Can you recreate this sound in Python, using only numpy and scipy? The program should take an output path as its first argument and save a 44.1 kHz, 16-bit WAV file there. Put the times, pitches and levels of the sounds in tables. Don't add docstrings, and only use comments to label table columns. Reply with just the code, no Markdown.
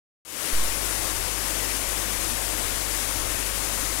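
import sys
import numpy as np
from scipy import signal
from scipy.fft import rfft, irfft, next_fast_len
from scipy.io import wavfile
from scipy.ndimage import uniform_filter1d, map_coordinates

SR = 44100
rng = np.random.default_rng(int(sys.argv[2]) if len(sys.argv) > 2 else 0)


def pcm_store(signal):
    levels = np.round(np.clip(np.atleast_2d(signal), -1, 1) * 32767)
    wavfile.write(sys.argv[1], SR, levels.astype(np.int16).T)


N = 176400
TOP_HZ = 15800


def amp(db):
    return 10 ** (np.asarray(db) / 20)


def unit(x):
    return x / np.sqrt(np.mean(x ** 2) + 1e-20)


def along(points, hz):
    freq_hz, value = np.transpose(points)
    return np.interp(np.log(hz + 1), np.log(freq_hz + 1), value)


def wobble(per_s):
    knots = rng.standard_normal(int(N * per_s / SR) + 4)
    return map_coordinates(knots, [np.arange(N) * per_s / SR])


def filtered(x, response):
    size = next_fast_len(N + SR // 2)
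    return irfft(rfft(x, size) * response(np.fft.rfftfreq(size, 1 / SR)), size)[..., :N]


def rush(spectrum, patchy_db):
    bins = signal.stft(rng.standard_normal(N), nperseg=512)[2]
    patches = uniform_filter1d(rng.standard_normal(bins.shape), size=6, axis=0)
    patches = uniform_filter1d(patches, size=12, axis=1)
    noise = signal.istft(bins * amp(patchy_db * unit(patches)), nperseg=512)[1][:N]
    return unit(filtered(noise, lambda hz: amp(along(spectrum, hz))))


def bubbles(count, samples, hz, log_spread, cycles, rise, scatter_db):
    when, strength = rng.random((2, count, 1))
    pitch_hz = np.clip(hz * np.exp(log_spread * rng.standard_normal((count, 1))), 200, TOP_HZ)
    k = np.arange(samples)
    turns = pitch_hz * k / SR
    age = turns / cycles
    glide = 1 + rise * np.minimum(age, 2) / 2
    envelope = (1 - np.exp(-2 * turns)) * amp(scatter_db * strength - 30 * age)
    rings = envelope * np.sin(2 * np.pi * turns * glide)
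    index = (when * N).astype(int) + k
    return unit(np.bincount(index.ravel(), rings.ravel(), N)[:N])


# freq_hz, relative_density_db
SPLASH_SPECTRUM = [(70, -24), (120, -14), (170, -6.5), (270, -3), (440, -4.5), (600, -2), (800, -4),
                   (1150, -3.7), (1500, -4.5), (2100, -3.5), (4200, -7), (6000, -4.5), (8000, -3.5),
                   (9900, -2), (11500, -5), (12600, -7.5), (13700, -11.5), (15500, -13.3)]


def splash():
    return amp(-24.5) * rush(SPLASH_SPECTRUM, patchy_db=0.85)


def trapped_air():
    gurgle = bubbles(400, samples=4400, hz=276, log_spread=0.141, cycles=24, rise=0.066, scatter_db=24)
    tinkle = bubbles(3200, samples=1300, hz=1711, log_spread=0.454, cycles=16, rise=0.13, scatter_db=6)
    return amp(-46.5) * gurgle + amp(-40.5) * tinkle


def foam():
    fizz = bubbles(16000, samples=120, hz=9400, log_spread=0.2, cycles=3.3, rise=0.1, scatter_db=22)
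    pops = bubbles(1100, samples=1300, hz=4307, log_spread=0.3, cycles=72, rise=0.024, scatter_db=21)
    return amp(-40) * fizz + amp(-44.5) * pops


# centre_hz, width_hz, relative_db
TANK_MODES = [(292, 11, -3.5), (319, 15.4, 2), (360, 24, -7), (409, 26, -4.5), (496, 14, -3), (528, 25, -3),
              (564, 16, -4.5), (697, 46, -8.5), (1058, 11, -5), (1100, 12, -5), (1143, 12, -15.5)]


def tank():
    def response(hz):
        modes = (amp(db) * hz * width_hz / (centre_hz ** 2 - hz ** 2 + 1j * hz * width_hz)
                 for centre_hz, width_hz, db in TANK_MODES)
        return np.sqrt(sum(abs(mode) ** 2 for mode in modes))
    return amp(-39) * unit(filtered(rng.standard_normal(N), response))


# freq_hz, relative_density_db
CHURN_SPECTRUM = [(10, -4), (25, -1.5), (60, -5), (85, 4.5), (105, -1.5), (122, -4), (200, -40)]


def churn():
    return amp(-44) * rush(CHURN_SPECTRUM, patchy_db=-3.5)


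def water(flutter_db=0.46, surge_db=0.16):
    flow = amp(flutter_db * wobble(per_s=45) + surge_db * wobble(per_s=4.81))
    return flow * (splash() + trapped_air() + foam() + tank()) + churn()


# harmonic, rms_db
PUMP_LINES = [(1, -34.5), (2, -44), (3, -54.5), (4, -54.5), (18, -48.5), (22, -58.5)]


def air_pump(stroke_hz=50, waver_db=0.5):
    stroke_rad = 2 * np.pi * stroke_hz * np.arange(N) / SR
    hum = np.zeros(N)
    for harmonic, rms_db in PUMP_LINES:
        peak = np.sqrt(2) * amp(rms_db + waver_db * wobble(per_s=18))
        hum += peak * np.sin(harmonic * stroke_rad + 2 * np.pi * rng.random())
    return hum


# freq_hz, gain_db
RIGHT_RESPONSE = [(25, 5), (50, -9), (100, -12), (200, -19), (500, -25.5), (1050, -25.5), (1800, -34.5),
                  (4000, -36), (7000, -41), (10000, -44), (15000, -31.5)]
# freq_hz, coherence
PORT_COHERENCE = [(50, 0.9), (140, 0.8), (300, 0.85), (550, 0.76), (1000, .6), (2000, .1)]


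def right_port(left, lag_rad=1, delay_s=0.00055):
    coherence = lambda hz: np.clip(along(PORT_COHERENCE, hz), 0, 1)
    shared = filtered(left, lambda hz: coherence(hz) * np.exp(-1j * (lag_rad + 2 * np.pi * hz * delay_s)))
    own = filtered(water(), lambda hz: np.sqrt(1 - coherence(hz) ** 2))
    return filtered(shared + own, lambda hz: amp(along(RIGHT_RESPONSE, hz)))


def scene():
    left = water() + air_pump()
    return np.array([left, right_port(left)])


START_S, START_GAIN, FADE_GAIN_PER_S = 0.25, 0.12, 4
LOW_CUT_HZ, OPEN_S, OPEN_TAU_S = 123, 0.527, 0.0069
THUMP_DB, THUMP_CREST_S, THUMP_WIDTH_S = -19, 0.04, 0.11


def record(dry):
    t = np.arange(N) / SR
    fade = (t > START_S) * np.clip(START_GAIN + FADE_GAIN_PER_S * (t - START_S), 0, 1)
    since_open_s = np.maximum(t - OPEN_S, 0)
    opened = 1 - np.exp(-since_open_s / OPEN_TAU_S)
    thin = filtered(dry, lambda hz: hz ** 2 / np.hypot(hz ** 2, LOW_CUT_HZ ** 2))
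    thump = amp(THUMP_DB) * np.exp(-((since_open_s - THUMP_CREST_S) / THUMP_WIDTH_S) ** 2)
    mix = fade * ((1 - opened) * thin + opened * (dry + thump))
    return filtered(mix, lambda hz: np.clip((TOP_HZ - hz) / 300 + 0.5, 0, 1))


dry = scene()
out = record(dry)
pcm_store(out)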